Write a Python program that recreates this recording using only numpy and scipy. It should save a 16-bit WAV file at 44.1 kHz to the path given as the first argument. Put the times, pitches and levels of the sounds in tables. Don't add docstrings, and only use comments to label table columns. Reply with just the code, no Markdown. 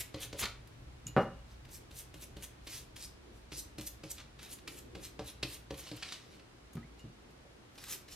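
import sys
import numpy as np
from scipy import signal
from scipy.fft import rfft, irfft, next_fast_len
from scipy.io import wavfile
from scipy.ndimage import uniform_filter1d, map_coordinates

SR = 44100
rng = np.random.default_rng(int(sys.argv[2]) if len(sys.argv) > 2 else 0)


def inscribe(sig):
    pcm = np.round(np.clip(np.atleast_2d(sig).T, -1, 1) * 32767)
    wavfile.write(sys.argv[1], SR, pcm.astype(np.int16))


N = 359415

# landing in seconds, flick in seconds,
# snap level in dB, relative table thump in dB, paper level at the flick in dB, drag hiss in dB,
# flick hiss in dB, flick width in seconds.
STROKE_ROWS = [(0.0, 0.007, -41.5, -66, -49.5, -63, -42, 0.038),
               (0.1395, 0.235, -45, -31.5, -47.5, -83, -45, 0.045),
               (0.326, 0.406, -44, -33.5, -48.5, -72, -37.5, 0.031),
               (1.682, 1.75, -61, -46, -60.5, -80, -51, 0.056),
               (1.904, 1.994, -58, -43.5, -57, -72, -48.5, 0.059),
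               (2.138, 2.232, -51.5, -40.5, -55, -66, -49.5, 0.027),
               (2.364, 2.442, -50.5, -37.5, -55, -69.5, -46, 0.025),
               (2.665, 2.755, -46, -41.5, -49.5, -63, -50.5, 0.11),
               (2.956, 3.041, -49.5, -70, -51.5, -61, -56.5, 0.059),
               (3.5166, 3.593, -45.5, -35.5, -51, -66, -44, 0.031),
               (3.78, 3.876, -46, -32, -50.5, -58.5, -43, 0.019),
               (4.0327, 4.114, -48, -34.5, -50.5, -69.5, -40.5, 0.018),
               (4.385, 4.527, -51.5, -73, -56.5, -83, -47, 0.043),
               (4.6732, 4.786, -39.5, -40.5, -55, -58, -59, 0.027),
               (4.948, 5.052, -47.5, -34.5, -53.5, -72, -50.5, 0.048),
               (5.189, 5.287, -45.5, -29, -53, -77, -53, 0.05),
               (5.4257, 5.539, -32.5, -27, -54.5, -59.5, -52, 0.058),
               (5.703, 5.799, -45.5, -29.5, -54.5, -68.5, -49.5, 0.038),
               (5.911, 5.969, -45.5, -32, -85, -82, -52, 0.01),
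               (6.0197, 6.133, -39.5, -50, -48, -91, -64, 0.025),
               (7.774, 7.928, -52, -46.5, -48, -71, -43, 0.054),
               (8.076, 8.129, -54.5, -50, -54, -75, -54, 0.039)]
# frequency in Hz, relative level in dB.
HISS_COLOUR = [(1500, -38), (3500, -25), (6000, -3.5), (9000, -3), (12000, -1), (14500, -8.5), (16000, -20)]


def strokes():
    # peak in seconds, paper level in dB,
    # hiss level in dB, dull crumple level in dB, width in seconds.
    rustles = [(0.436, -36, -53, -46, 0.03), (1.081, -54, -54, -85, 0.022), (1.22, -61, -70, -75, 0.064),
               (1.52, -65.5, -76, -82, 0.071), (3.37, -73, -71, -77, 0.059), (3.56, -53.5, -61, -88, 0.061),
               (4.199, -56, -81, -69, 0.066), (4.445, -56, -58.5, -87, 0.063),
               (5.87, -53.5, -69, -100, 0.079), (6.06, -55.5, -67, -90, 0.36),
               (6.24, -79, -113.5, -83, 0.036), (6.345, -63.5, -73, -86, 0.072),
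               (7.0, -66, -74, -90, 0.034), (7.31, -71, -76, -81, 0.018), (7.9, -70, -60, -65, 0.18)]
    # frequency in Hz, relative level in dB.
    scrape_colour = [(500, -2.5), (1200, -5.5), (2500, 3.5), (4000, 3), (6500, -17.5), (10000, -32),
                     (16000, -74)]
    bright_colour = [(1200, -37), (2500, -24), (4000, -3), (5200, 4), (6500, 0), (10000, -6), (16000, -64)]
    crumple_colour = [(300, -3), (700, -10.5), (1300, 5.5), (1900, -6), (3000, -27), (16000, -77)]
    # time in seconds, share of the brighter scrape from 0 to 1.
    brighter = [(0, 0.04), (.4, 0.32), (.46, 0.14), (1.7, 0.52), (2.4, 0.04), (2.75, 0.57), (3.6, 0.84),
                (4.1, 0.54), (4.2, 0.35), (4.8, 0.33), (5.5, 0.34), (6.1, 0.39), (7.9, 0.47)]
    drag_rise_s, lift_db_per_s = 0.0092, 402
    paper_swell_db = 9.5

    clock = np.arange(N) / SR
    paper, hiss, dull = np.zeros((3, N))
    for land, flick, _, _, paper_db, drag_db, flick_db, width in STROKE_ROWS:
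        near = around(flick)
        t = clock[near]
        drag = np.clip((t - land) / drag_rise_s, 0, 1) * amp(-lift_db_per_s * np.maximum(t - flick, 0))
        paper[near] += amp(paper_db - paper_swell_db) * drag + swell(t, flick, paper_db, width)
        hiss[near] += amp(drag_db) * drag + swell(t, flick, flick_db, width)
    for s, paper_db, hiss_db, dull_db, width in rustles:
        near = around(s)
        for level, db in [(dull, dull_db), (paper, paper_db), (hiss, hiss_db)]:
            level[near] += swell(clock[near], s, db, width)

    grit = slips(spiky_db=3, patchy_db=2.2)
    share = curve(brighter)
    scrape = (1 - share) * coloured(grit, scrape_colour) + share * coloured(grit, bright_colour)
    crumple = dull * coloured(grit, crumple_colour)
    wet_hiss = hiss * coloured(slips(spiky_db=3.3, patchy_db=2.3), HISS_COLOUR)
    return paper * scrape + crumple + wet_hiss


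def around(s):
    return slice(max(round(s * SR) - SR // 4, 0), round(s * SR) + SR // 3)


def swell(t, s, db, width):
    return amp(db - 23.6 * ((t - s) / np.where(t < s, width, 0.78 * width)) ** 2)


def slips(spiky_db, patchy_db):
    grit = rng.standard_normal((2, N)) * amp(spiky_db * wobble(1500))
    z = signal.stft(grit, nperseg=256)[2]
    field = uniform_filter1d(rng.standard_normal(z.shape[1:]), 5, 0)
    field = uniform_filter1d(field, 8, 1)
    return signal.istft(z * amp(patchy_db * unit(field)), nperseg=256)[1][:, :N]


def dabs():
    # time in seconds, level in dB, treble level in dB.
    paper_snaps = [(.1594, -61, -61), (0.391, -38.5, -55), (0.428, -33.5, -60), (0.436, -37.5, -61),
                   (0.453, -35, -54), (0.673, -60.5, -61), (1.65, -54.5, -66), (2.423, -54, -52),
                   (3.528, -52, -58), (3.795, -47.5, -62), (3.81, -50, -45), (4.181, -46, -75),
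                   (4.201, -50.5, -74), (4.428, -48, -51.5), (4.586, -53, -73), (5.741, -48.5, -59),
                   (5.869, -48.5, -66), (5.888, -53, -62), (6.088, -46.5, -68), (6.121, -40, -54),
                   (6.1534, -63, -69), (6.395, -56, -79), (6.732, -67, -55.5), (6.752, -57, -57),
                   (7.754, -57.5, -64), (7.838, -46.5, -49)]
    # frequency in Hz, relative level in dB.
    snap_colour = [(300, -6), (1000, 2.5), (1600, 7), (2500, 10.5), (4500, 8.5), (8000, -3), (16000, -24)]
    snap_rise_s, landing_rise_s, soft_rise_s = 0.002, 0.0055, 0.011
    firm_db = -41
    treble_over_drag_db = 8.5
    t60_s, hold_s = 0.035, 0.0052
    thump_lag_s = 0.0051
    rebound_s, rebound_db = 0.017, -9.5

    bursts = []
    for land, _, snap_db, thump_db, _, drag_db, *_ in STROKE_ROWS:
        rise = landing_rise_s if thump_db > firm_db else soft_rise_s
        bursts.append((land, snap_db, drag_db + treble_over_drag_db, rise))
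    bursts += [(*row, snap_rise_s) for row in paper_snaps]

    snap, fizz, force = np.zeros((3, N))
    t = np.arange(SR // 8) / SR
    for s, db, treble_db, rise in bursts:
        hold = hold_s * amp(db + 30)
        onset = np.sin(np.pi / 2 * np.minimum(t / rise, 1)) ** 2
        fade = onset * amp(-60 * np.maximum(t - rise - hold, 0) / t60_s)
        add(snap, s, amp(db) * fade)
        add(fizz, s, amp(treble_db) * fade)
    for land, _, _, thump_db, *_ in STROKE_ROWS:
        for lag, loss_db in [(0, 0), (rebound_s, rebound_db)]:
            thump = push(contact=0.00029, t60=0.025, loose=0.12, hold=0.021)
            add(force, land + thump_lag_s + lag, amp(thump_db + loss_db) * thump)

    crackle = snap * coloured(slips(spiky_db=2.5, patchy_db=1), snap_colour)
    return crackle + fizz * coloured(rng.standard_normal((2, N)), HISS_COLOUR), force


def table(thumps):
    # time in seconds, relative strength in dB,
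    # contact time in seconds, rattle t60 in seconds.
    cup_knocks = [(1.1654, -14.5, 0.00019, 0.089), (1.1722, -14.5, 0.0002, 0.14),
                  (1.1798, -15.5, 0.00024, 0.17), (6.77, -50, 0.000038, 0.036), (7.452, -50, 0.00026, 0.22)]
    # frequency in Hz, width in Hz (before the cup's damping),
    # relative level under the brush in dB, under the cup in dB.
    resonances = [(60.5, 12.6, 19.5, 2), (120.6, 33, 13, 14.5), (172, 23.7, 4.5, 8), (304, 39, 11, -0.5),
                  (438, 62, 2, 3), (544, 40, 5.5, 5), (749, 83, -0.5, 1.5), (968, 87, 0.5, -1.5),
                  (1135, 89, -1.5, -3.5), (1290, 52, -7, -7), (1580, 120, 1, -14), (2080, 120, 7, -27),
                  (2350, 77, -19.5, -34), (3200, 1300, -30, -39)]
    # time in seconds, gain in dB.
    woody = [(0, 7.5), (1, 5), (2.2, -0.5), (3.5, -7), (4.1, -1), (4.95, 2.5), (5.2, 9), (5.43, -1.5),
             (5.7, 6.5), (5.92, -0.5), (7.8, 2)]
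    upper_hz = 380
    cup_damps = 1.7
    brush_low_hz, brush_high_hz = 300, 1100

    cup_force = np.zeros(N)
    for s, db, contact, t60 in cup_knocks:
        add(cup_force, s, amp(db) * push(contact, t60, loose=0.16, hold=0.0078))

    def light(hz):
        shelf = (0.17 + 1j * hz / 450) / (1 + 1j * hz / 450)
        return shelf * (1j * hz / (80 + 1j * hz)) ** 2

    def soft(hz):
        return 1j * hz / (brush_low_hz + 1j * hz) / (1 + 1j * hz / brush_high_hz) ** 2

    lower = [(hz, width, db) for hz, width, db, _ in resonances if hz < upper_hz]
    upper = [(hz, width, db) for hz, width, db, _ in resonances if hz >= upper_hz]
    under_cup = [(hz, cup_damps * width, db) for hz, width, _, db in resonances]
    pressed = filtered(thumps, soft)
    under_brush = body(pressed, lower) + body(pressed * amp(curve(woody)), upper)
    return under_brush + body(filtered(cup_force, light), under_cup)


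def push(contact, t60, loose, hold):
    t = np.arange(SR // 6) / SR
    shape = t * np.exp(-t / contact)
    fade = amp(-60 * np.maximum(t - hold, 0) / t60)
    rattle = rng.standard_normal(len(t)) * loose / np.sqrt(contact * SR + 8) * fade
    rattle[0] = 1
    return signal.fftconvolve(rattle, shape / shape.sum())[:len(t)]


def body(force, peaks):
    def modes(f):
        return sum(amp(db) * 1j * f * w / (c * c - f * f + 1j * f * w) for c, w, db in peaks)
    return amp(31.5) * filtered(force, modes)


def cup():
    # time in seconds, level in dB,
    # extra level of the upper modes in dB, reference ring t60 in seconds.
    clinks = [(1.068, -54, 9, .12), (1.0785, -71, 14, .05), (1.177, -44, -30, .14), (6.994, -60, -10, .13)]
    # frequency in Hz,
    # relative level in dB, share of the ring time, sign.
    cup_modes = [(2859, 0, 1, 1), (2855, -10, 4.5, 1), (2871.5, -12, 4, -1), (6869, -3, 1.7, 1),
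                 (6990, -4, 1, 1), (5373, -7, .4, 1), (9500, -7, .3, 1)]
    # frequency in Hz, relative level in dB.
    tick_colour = [(1500, -52), (3500, -32), (5800, 0), (6900, 19), (9000, -8), (16000, -28)]
    # time in seconds, starting frequency in Hz, level in dB, t60 in seconds,
    # share by which the cycle count has run ahead after one t60.
    bubbles = [(6.775, 1260, -55, .16, 0.02), (6.829, 1900, -51, .055, .25), (6.85, 2200, -63, .08, .04)]

    out, t = np.zeros(N), np.arange(SR // 2) / SR
    for s, db, upper_db, t60 in clinks:
        modes = [(hz, level + upper_db * (hz > 4000), share * t60, sign) for hz, level, share, sign in cup_modes]
        tick = amp(upper_db + 12 - 60 * t / 0.014) * coloured(rng.standard_normal(len(t)), tick_colour)
        add(out, s, amp(db) * (ring(modes, t, scatter_db=1) + tick))
    for s, hz, db, t60, rise in bubbles:
        level = amp(db - 60 * t / t60) * (1 - np.exp(-t / 0.00058))
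        cycles = hz * t * (1 + rise * np.minimum(t / t60, 1))
        add(out, s, level * np.sin(2 * np.pi * cycles))
    return out


def ring(modes, t, scatter_db):
    out = np.zeros(len(t))
    for hz, db, t60, sign in modes:
        level = amp(db + scatter_db * rng.standard_normal() - 60 * t / t60)
        out += sign * level * np.sin(2 * np.pi * hz * t)
    return out


def dull_thuds():
    # time in seconds, relative strength in dB, rattle t60 in seconds.
    thuds = [(1.063, -45, 0.082), (6.754, -37.5, 0.17), (7.0416, -42, 0.12)]
    # frequency in Hz, width in Hz, relative level in dB.
    hollow = [(117, 24, 1), (154, 38, 3.5), (207, 67, -7), (288, 42, -11)]
    force = np.zeros(N)
    for s, db, t60 in thuds:
        add(force, s, amp(db + 13.0) * push(contact=0.00054, t60=t60, loose=0.19, hold=0.03))
    return body(force, hollow)


def kitchen():
    # frequency in Hz, relative level in dB.
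    rumble_colour = [(20, -46), (35, -5.5), (48, -11.5), (57, 4), (66, -4.5), (100, -10), (120, -3.5),
                     (140, -11), (250, -55)]
    stir_colour = [(90, -24), (200, -4), (350, 5), (520, -3.5), (800, -46), (2000, -50)]
    hush_colour = [(60, -21), (150, -2.5), (280, -1.5), (400, -5), (700, -8), (1400, -11.5), (4000, -17.5),
                   (10400, -28.5), (14000, -38), (16000, -75)]
    # frequency in Hz, left-right likeness from -1 to 1.
    air_alike = [(60, .997), (110, .997), (200, 0.62), (380, 0.16), (700, -0.046), (15000, -0.25)]
    # time in seconds, mean rumble level in dB.
    hum = [(0.0, -54.5), (1.27, -53.5), (2.84, -56.5), (3.27, -58.5), (3.88, -57), (4.47, -59), (5.2, -57),
           (6.5, -63), (7.1, -61), (7.6, -63), (8.15, -59)]
    hush_db, stir_db, stir_swing_db = -59.5, -69.5, 4.5

    def air(colour):
        return coloured(spread(rng.standard_normal((2, N)), air_alike), colour)

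    rumble, stir, hush = air(rumble_colour), air(stir_colour), air(hush_colour)
    uneven_db = stir_db + stir_swing_db * (wobble(1.97) + wobble(9.8))
    hum_db = curve(hum) + 0.7 * wobble(8.8)
    return amp(hum_db) * rumble + amp(uneven_db) * stir + amp(hush_db) * hush


def walls(x):
    # frequency in Hz, t60 in seconds.
    wall_t60 = [(100, 0.33), (500, 0.36), (2000, 0.36), (5000, 0.32), (12000, 0.22)]
    # frequency in Hz, left-right likeness from -1 to 1.
    wall_alike = [(150, 1), (1000, 0.94), (2500, 0.91), (5000, 0.31), (10000, 0.017)]
    out, step = np.zeros((2, N + SR)), SR // 4
    delay = 180
    for k in range(0, N, step):
        hz, t, z = signal.stft(rng.standard_normal((2, SR // 2)), SR, nperseg=256)
        fade = amp(-60 * t / along(wall_t60, hz)[:, None])
        tail = spread(signal.istft(z * fade, SR, nperseg=256)[1], wall_alike)
        wet = signal.fftconvolve(x[None, k:k + step], tail / np.linalg.norm(tail[0]), axes=1)
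        out[:, k + delay:k + delay + wet.shape[1]] += wet
    return out[:, :N]


def ports(pair):
    # time in seconds, microseconds by which the left port hears it later.
    place = [(0, 9), (2.4, 18), (2.7, 30.5), (5.05, 28.5), (6.2, 31), (7.7, -14), (7.95, -24)]
    hz, t, z = signal.stft(pair, SR, nperseg=256)
    lag_s = np.interp(t, *np.transpose(place)) / 1e6
    turn = np.exp(-1j * np.pi * hz[:, None] * lag_s)
    return signal.istft(z * [turn, turn.conj()], SR, nperseg=256)[1][:, :N]


def amp(db):
    return 10 ** (np.asarray(db) / 20)


def unit(x):
    return x / np.sqrt(np.mean(x ** 2) + 1e-20)


def along(points, hz):
    f, v = np.transpose(points)
    return np.interp(np.log(hz + 1), np.log(f + 1), v)


def curve(rows):
    return np.interp(np.arange(N) / SR, *np.transpose(rows))


def wobble(rate):
    knots = rng.standard_normal(int(N * rate / SR) + 4)
    return map_coordinates(knots, [np.arange(N) * rate / SR])


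def filtered(x, response):
    m = next_fast_len(x.shape[-1] + 8192)
    return irfft(rfft(x, m) * response(np.fft.rfftfreq(m, 1 / SR)), m)[..., :x.shape[-1]]


def coloured(x, spectrum):
    return unit(filtered(x, lambda hz: amp(along(spectrum, hz))))


def spread(pair, alike):
    def mid_side(hz):
        turn = np.arccos(np.clip(along(alike, hz), -1, 1)) / 2
        return np.array([np.cos(turn), np.sin(turn)])
    mid, side = filtered(pair, mid_side)
    return np.array([mid + side, mid - side])


def add(out, s, sound):
    part = out[round(s * SR):][:len(sound)]
    part += sound[:len(part)]


def scene():
    # frequency in Hz, left-right likeness from -1 to 1.
    near_alike = [(500, 1), (2000, 1), (5000, 1), (9000, 0.4), (15000, 0.9)]
    snaps, thumps = dabs()
    paper = strokes() + snaps
    solid = table(thumps) + dull_thuds()
    china = cup()
    echo = walls(amp(-6.0) * paper[0] + amp(-7.5) * solid + amp(-18) * china)
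    return ports(spread(paper, near_alike)) + solid + china + echo + kitchen()


def record(dry):
    return filtered(dry, lambda hz: hz < 15900)


dry = scene()
out = record(dry)
inscribe(out)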